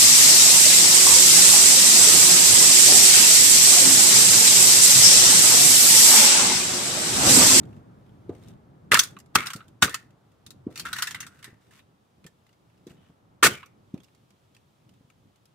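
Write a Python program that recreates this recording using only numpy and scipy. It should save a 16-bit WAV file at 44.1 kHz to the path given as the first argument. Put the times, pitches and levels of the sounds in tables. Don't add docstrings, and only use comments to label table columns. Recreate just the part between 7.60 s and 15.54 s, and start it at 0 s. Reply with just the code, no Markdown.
import sys
import numpy as np
from scipy import signal
from scipy.fft import rfft, irfft, next_fast_len
from scipy.io import wavfile
from scipy.ndimage import uniform_filter1d, map_coordinates

SR = 44100
rng = np.random.default_rng(int(sys.argv[2]) if len(sys.argv) > 2 else 0)


def boost(x):
    u = np.asarray(x, float) / 20
    return 10 ** u


def store_wav(level_fs):
    pcm = np.round(np.clip(np.atleast_2d(level_fs), -1, 1) * 32767)
    wavfile.write(sys.argv[1], SR, pcm.T.astype(np.int16))


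N = 350286


def unit(x):
    return x / np.sqrt(np.mean(x ** 2) + 1e-20)


def along(points, hz):
    f, v = np.transpose(points)
    return np.interp(np.log(hz + 1), np.log(f + 1), v)


def filtered(x, response):
    m = next_fast_len(x.shape[-1] + 2048)
    return irfft(rfft(x, m) * response(np.fft.rfftfreq(m, 1 / SR)), m)[..., :x.shape[-1]]


def resonance(f, hz, width_hz):
    return 1j * f * width_hz / (hz * hz - f * f + 1j * f * width_hz)


def wobble(rate):
    knots = rng.standard_normal(int(N * rate / SR) + 4)
    return map_coordinates(knots, [np.arange(N) * rate / SR])


def spread(pair, alike):
    def mid_side(hz):
        turn = np.arccos(np.clip(along(alike, hz), -1, 1)) / 2
        return np.array([np.cos(turn), np.sin(turn)])

    mid, side = filtered(pair, mid_side)
    return np.array([mid + side, mid - side])


def coloured(length, spectrum):
    white = rng.standard_normal((2, length))
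    return unit(filtered(white, lambda f: boost(along(spectrum, f))))


def add(out, s, sound):
    out[:, round(s * SR):][:, :sound.shape[1]] += sound


# (time [s], rumble level [dB])
STREET_LEVEL = [(0, -41.5), (.18, -41), (.26, -52.5), (0.8, -51.5), (1.7, -54.5), (2.1, -58.5), (2.4, -57),
                (2.8, -61), (3.2, -53), (3.8, -57.5), (4.3, -63), (5.0, -62.5), (5.4, -59), (6.1, -58.5),
                (6.35, -61), (6.6, -63.5), (7.94, -65)]
# (frequency [Hz], density [dB per Hz])
RUMBLE_SPECTRUM = [(12, -60), (37, -18), (114, 1.5), (220, -4.5), (370, -10), (450, -16), (900, -24),
                   (1500, -76)]
# (frequency [Hz], density [dB per Hz])
TYRE_SPECTRUM = [(250, -30.5), (400, -6), (800, -8.5), (1300, -11), (1700, -18), (2600, -28), (6000, -60)]
# (frequency [Hz], density [dB per Hz])
HISS_SPECTRUM = [(590, -32.5), (1000, -11.5), (1510, -31), (1610, -7), (3370, -2.5), (4210, -6),
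                 (15100, -16.5), (16300, -27.5)]
# (frequency [Hz], left-right likeness [0-1])
FAR_LIKENESS = [(25, 0.4), (70, .75), (180, 1), (550, 0.14), (1650, 0.29), (15000, 0.21)]
# (time [s], delay of the left side [samples])
PASSING_DELAY = [(0, -20), (1.2, -20), (3.5, 16), (7.94, 16)]


def street():
    n = np.arange(N)
    level_db = np.interp(n / SR, *np.transpose(STREET_LEVEL))
    slow_db = uniform_filter1d(level_db, size=SR // 2)
    lumps = boost(2.3 * wobble(10) + 1.0 * wobble(25))
    rumble = boost(level_db) * unit(lumps * coloured(N, RUMBLE_SPECTRUM))
    tyres = boost(0.56 * slow_db - 35) * coloured(N, TYRE_SPECTRUM)
    left, right = spread(rumble + tyres, FAR_LIKENESS)
    delay = np.interp(n / SR, *np.transpose(PASSING_DELAY))
    late_left = np.interp(n - delay, n, left)
    hiss_level = boost(-76 - .1 * (slow_db + 60) + 1.2 * wobble(3))
    return np.array([late_left, right]) + hiss_level * spread(coloured(N, HISS_SPECTRUM), FAR_LIKENESS)


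# (frequency [Hz], t60 [s])
WALL_DECAY = [(150, .3), (1500, .28), (5000, .2), (14000, .14)]


def wall(x):
    hz, t, z = signal.stft(rng.standard_normal((2, SR // 2)), SR, nperseg=256)
    decay = boost(-60 * t / along(WALL_DECAY, hz)[:, None])
    tail = signal.istft(z * decay, SR, nperseg=256)[1]
    late = np.pad(x, ((0, 0), (220, 0)))
    return signal.fftconvolve(late, tail / np.linalg.norm(tail[0]), axes=1)[:, :N]


# (time [s], peak level [dB], pitch [Hz], murmur level [dB])
HEEL_THUDS = [(0.6964, -21, 366, -13), (1.318, -25.5, 292, -4), (1.336, -17.5, 520, -16),
              (1.76, -21.5, 200, -9), (1.956, -31, 190, -14), (2.228, -19.5, 200, -8),
              (2.229, -18, 780, -19), (3.0703, -19, 279, -19), (3.26, -46, 450, -6), (3.88, -46, 307, -5.5),
              (3.93, -44.5, 149, -16), (4.585, -50.5, 199, -8.5), (4.652, -41.5, 200, -8.5),
              (5.27, -33, 345, -13), (5.311, -40.5, 166, -11.5), (5.5, -47.5, 160, -6),
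              (5.83, -19, 380, -8), (5.848, -14.5, 398, -14), (5.865, -17.5, 600, -14),
              (6.3432, -21, 221.5, -23.5), (7.41, -47.5, 170, -12), (7.451, -49.5, 149, -14)]


def thuds():
    out = np.zeros((2, N + SR))
    lead_s = .02
    t = np.arange(SR // 3) / SR - lead_s

    def dull(f):
        slab = resonance(f, 150, 120) + 1.1 * resonance(f, 360, 280)
        return slab * resonance(f, 150, 450) ** 2

    for s, db, hz, murmur_db in HEEL_THUDS:
        cycles = .3 + .0014 * hz
        push = np.cos(2 * np.pi * hz * t) * np.exp(-(t * hz / cycles) ** 2)
        t60_s = .33 + .005 * db
        fade = (t > 0) * boost(murmur_db - 60 * t / t60_s)
        murmur = filtered(fade * 7.3 * rng.standard_normal(len(t)), dull)
        add(out, s - lead_s, boost(db) * (push + murmur)[None])
    return out[:, :N]


# (frequency [Hz], width [Hz], level [dB])
SHEET_PANELS = [(1283, 210, -16.5), (1700, 32, -1.5), (1820, 11, -6.5), (2470, 51, -7.5), (2620, 28, -11),
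                (3070, 130, 3.5), (3710, 130, -10.5), (3960, 190, -12), (4460, 22, -10), (5160, 37, -15.5)]


def panels(hz, width_hz, freed=1.5, facets=.6):
    share = boost(rng.normal(-6.5, 5, len(SHEET_PANELS)))
    facet_hz = np.exp(rng.uniform(np.log(2500), np.log(12000), 7))

    def ring(f):
        total = .5 + freed * resonance(f, hz, width_hz)
        for k, (centre, width, db) in enumerate(SHEET_PANELS):
            total = total + (-1) ** k * share[k] * boost(db) * resonance(f, centre, width + 30)
        return total + facets * sum(resonance(f, centre, 200) for centre in facet_hz)

    return ring


# (frequency [Hz], density [dB per Hz])
BODY_SPECTRUM = [(350, -51), (750, -19), (1000, -11.5), (1300, -6.5), (2100, -8), (3000, -10.5),
                 (4000, -13.5), (5500, -40)]
# (frequency [Hz], density [dB per Hz])
EDGE_SPECTRUM = [(1700, -35.5), (2800, -12), (4500, -4), (8200, -4.5), (10600, -9.5), (14900, -11),
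                 (16000, -23.5)]


def tin_noise(length):
    return coloured(length, BODY_SPECTRUM), coloured(length, EDGE_SPECTRUM)


# (frequency [Hz], left-right likeness [0-1])
NEAR_LIKENESS = [(200, 1), (1000, .8), (2000, .55), (4000, .05), (12000, .05)]


def nearby(pair):
    return spread(pair, NEAR_LIKENESS)


# (start [s], held [s], level [dB], brightness [dB], t60 [s])
WEIGHT_CRUSH = [
    (1.313, .018, -18.5, -4.5, .19),
    (1.361, .032, -31.5, 3.5, .2),
    (1.742, .008, -48, -8.5, .03),
    (1.75, .011, -27, 10.5, .023),
    (1.857, .007, -33.5, -6, .13),
    (2.213, .008, -50, 2, .03),
    (2.22, .011, -17, -1.5, .1),
    (5.8255, .042, -17, 0, .069),
    (5.875, .06, -39, -4.5, .15),
]
# (start [s], held [s], level [dB],
# brightness [dB], panel or squeak pitch [Hz])
CREAKS = [(1.765, .04, -36, -9, 2200), (1.77, .07, -37, -19, 1320), (1.96, .03, -56, -10.5, 1394),
          (2.24, .022, -47, -8, 2010), (2.29, .04, -44.5, -6.5, 1830), (3.165, .025, -48, -4.5, 2500),
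          (3.248, .023, -38.5, -11, 1390), (3.351, .13, -42, -6, 1830), (3.56, .064, -51, -24, 1500),
          (3.701, .096, -62, -8.5, 1480), (3.85, .028, -54.5, -11.5, 1825), (5.94, .039, -48, -11, 2300),
          (5.36, .11, -72, -18, 3050)]
# (start [s], held [s], level [dB])
SOLE_SCUFFS = [
    (0, .18, -72),
    (.72, .1, -71),
    (.82, .09, -67),
    (3.1, .05, -63.5),
    (4.0, .1, -72),
    (4.109, .07, -62),
    (5.269, .043, -64),
    (5.4, .1, -77),
]


def crush():
    out = np.zeros((2, N + SR))
    t = np.arange(round(.4 * SR)) / SR
    grains = np.pad(unit(boost(2.5 * wobble(300))), (0, SR))
    landing_hz = 1500
    loads = [(*row, landing_hz, .7) for row in WEIGHT_CRUSH]
    loads += [(*row, .3, hz, 2.6) for *row, hz in CREAKS]
    loads += [(*row, -3, .19, landing_hz, .1) for row in SOLE_SCUFFS]
    for s, held_s, db, bright_db, t60_s, hz, freed in loads:
        load = np.clip(t / .0065, 0, 1) * boost(db - 60 * np.maximum(t - held_s, 0) / t60_s)
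        load *= grains[round(s * SR):][:len(t)]
        ring = panels(hz, 190, freed=freed, facets=.16)
        body, edge = map(unit, filtered(np.array(tin_noise(len(t))), ring))
        add(out, s, nearby(load * (body + boost(bright_db) * edge)))
    return out[:, :N]


def snap(db, hz, bright_db, t60_s, rise_s):
    t = np.arange(SR // 8) / SR
    fade_db = -60 * t / t60_s
    burst = boost(fade_db) + .06 * boost(.4 * fade_db)
    burst *= np.clip(t / rise_s, 0, 1) ** 2
    sharp = burst * (1 + .51 * boost(7.5 * fade_db))
    popping = np.clip(-.12 * bright_db, 0, 3) * (hz < 2100)
    ring = panels(hz, 130, freed=1.5 + popping)
    body, edge = tin_noise(len(t))
    clack, crackle = filtered(np.array([burst * body, sharp * edge]), ring)
    clack = clack / np.abs(clack).max()
    crackle = crackle / np.abs(crackle).max()
    return nearby(boost(db) * (clack + boost(bright_db) * crackle))


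# (time [s], peak level [dB], panel pitch [Hz], brightness [dB], t60 [s])
BIG_FOLDS = [(1.3185, -1.5, 2044, -10.5, .025), (1.323, -5.5, 1410, -19, .041),
             (1.334, -10.5, 1320, -25, .067), (1.3437, -1.5, 3140, .5, .025), (1.351, -7, 1700, -13.5, .06),
             (1.373, -11, 1330, -16.5, .054), (1.393, -8.5, 3530, 8, .042), (1.4361, -37.5, 3470, 20, .039),
             (1.7564, -2, 1310, -5, .026), (1.786, -19, 2180, -12, .039), (2.2245, -4, 2980, -2, .037),
             (2.230, -3.5, 1490, -9, .025), (2.344, -16.5, 1380, 0, .046), (5.829, -3.5, 1125, -19.5, .037),
             (5.840, -5.5, 1850, -1, .074), (5.849, -9, 2520, -5.5, .069), (5.866, -8, 1240, -3.5, .035)]
# (time [s], peak level [dB], pitch [Hz],
# brightness [dB])
SMALL_SNAPS = [(0.6948, -50, 1210, -15), (1.5674, -36.5, 1126, -30), (1.8705, -28, 1330, -4),
               (1.9045, -26.5, 1324, -12), (1.935, -30, 1380, -6.5), (1.962, -47, 1403, 3.5),
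               (2.0063, -40.5, 1390, -31.5), (2.2794, -27, 1150, -18), (2.2954, -32, 3500, -6),
               (2.8653, -46.5, 3640, -.5), (2.9068, -45.5, 3850, .5), (4.1102, -54, 1720, -12),
               (4.1935, -47.5, 3750, -17), (4.6434, -49, 2440, -12), (4.666, -44, 1820, -6.5),
               (4.9294, -62, 2160, -8), (5.1444, -66, 2590, -14), (5.1774, -63, 2660, -14),
               (7.3394, -65, 3700, -6), (7.7594, -65, 2990, -5), (5.2697, -54.5, 3500, -2.5),
               (5.304, -53.5, 2820, -17.5), (6.0309, -35, 1155, -34), (6.061, -57, 1186, -1.5),
               (6.3435, -50.5, 1027, -10.5)]
# (time [s], peak level [dB], panel pitch [Hz], brightness [dB])
TIN_RATTLE = [(3.1593, -36, 2680, -6), (3.1778, -44, 2950, 6.5), (3.198, -33.5, 3180, .5),
              (3.254, -32, 1760, -17), (3.2671, -28, 1380, -18.5), (3.3315, -22.5, 1480, -10),
              (3.3665, -28.5, 1760, -12), (3.387, -22, 1400, -13), (3.4245, -17.5, 1450, -7),
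              (3.4735, -24, 1740, -11.5), (3.5105, -29, 3200, -9), (3.5478, -24.5, 2030, -15.5),
              (3.6061, -32, 2030, -2), (3.6294, -34.5, 1840, -16), (3.6676, -38, 1370, -8.5),
              (3.7197, -56, 1300, -21), (3.7925, -54.5, 1460, -8.5), (3.8292, -41.5, 2210, -11.5),
              (3.8444, -37, 1974, -8.5)]
# (time [s], peak level [dB], brightness [dB])
GRIT_TICKS = [(0.0338, -54, -12), (0.0544, -58, -8), (0.1296, -55, -18), (0.1664, -61, -10),
              (0.4644, -64, -14), (0.4944, -60, -18), (0.7512, -54, -9), (0.837, -56, -10),
              (0.8849, -56, 1), (1.5894, -53, 1), (1.6024, -53, 2), (1.6614, -60, -6), (2.0827, -59, 1),
              (2.5074, -62, -7), (2.7194, -62, -8), (4.8674, -58, -10), (4.8933, -57, -14),
              (5.0994, -63, -15), (6.3779, -55, -11), (6.4038, -53, -14), (6.4348, -55, -8),
              (6.4444, -59, -3), (6.4844, -61, -15), (6.5494, -63, -4), (6.7064, -59, -6),
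              (6.9491, -53, -8), (6.9666, -50, -12), (7.2933, -58, -9), (7.5018, -52, -12),
              (7.8564, -64, 2)]
# (time [s], left-right difference [dB])
BOOT_BALANCE = [(0, 2.5), (1, 3), (1.6, -1), (3.2, 1), (4.5, -1.5), (6.4, -5), (7.94, 1.5)]


def snaps():
    out = np.zeros((2, N + SR))
    fold_rise_s, snap_rise_s, rock_rise_s = .0022, .00055, .0025
    for s, db, hz, bright_db, t60_s in BIG_FOLDS:
        add(out, s - fold_rise_s, snap(db, hz, bright_db, t60_s, fold_rise_s))
    pinned_t60_s, free_t60_s, grit_t60_s = .055, .07, .04
    small = [(*row, pinned_t60_s, snap_rise_s) for row in SMALL_SNAPS]
    small += [(*row, free_t60_s, rock_rise_s) for row in TIN_RATTLE]
    for s, db, bright_db in GRIT_TICKS:
        hz = np.exp(rng.uniform(np.log(1900), np.log(4000)))
        small.append((s, db, hz, bright_db, grit_t60_s, snap_rise_s))
    for s, db, hz, bright_db, t60_s, rise_s in small:
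        balance_db = np.interp(s, *np.transpose(BOOT_BALANCE))
        side = boost(balance_db * np.array([[.5], [-.5]]))
        add(out, s - .001 - rise_s, side * snap(db + 2.0, hz, bright_db + 9.5, t60_s, rise_s))
    return out[:, :N]


def scene():
    near = snaps() + crush() + thuds()
    return street() + boost(-19) * wall(near) + near


def low_pass(x):
    return signal.sosfilt(signal.butter(12, 16490, fs=SR, output="sos"), x)


def record(dry):
    rounded = dry / (1 + np.abs(dry / .99) ** 8) ** (1 / 8)
    mix = filtered(rounded, lambda f: np.clip((16100 - f) / 400, 0, 1))
    return low_pass(mix)


dry = scene()
out = record(dry)
store_wav(out)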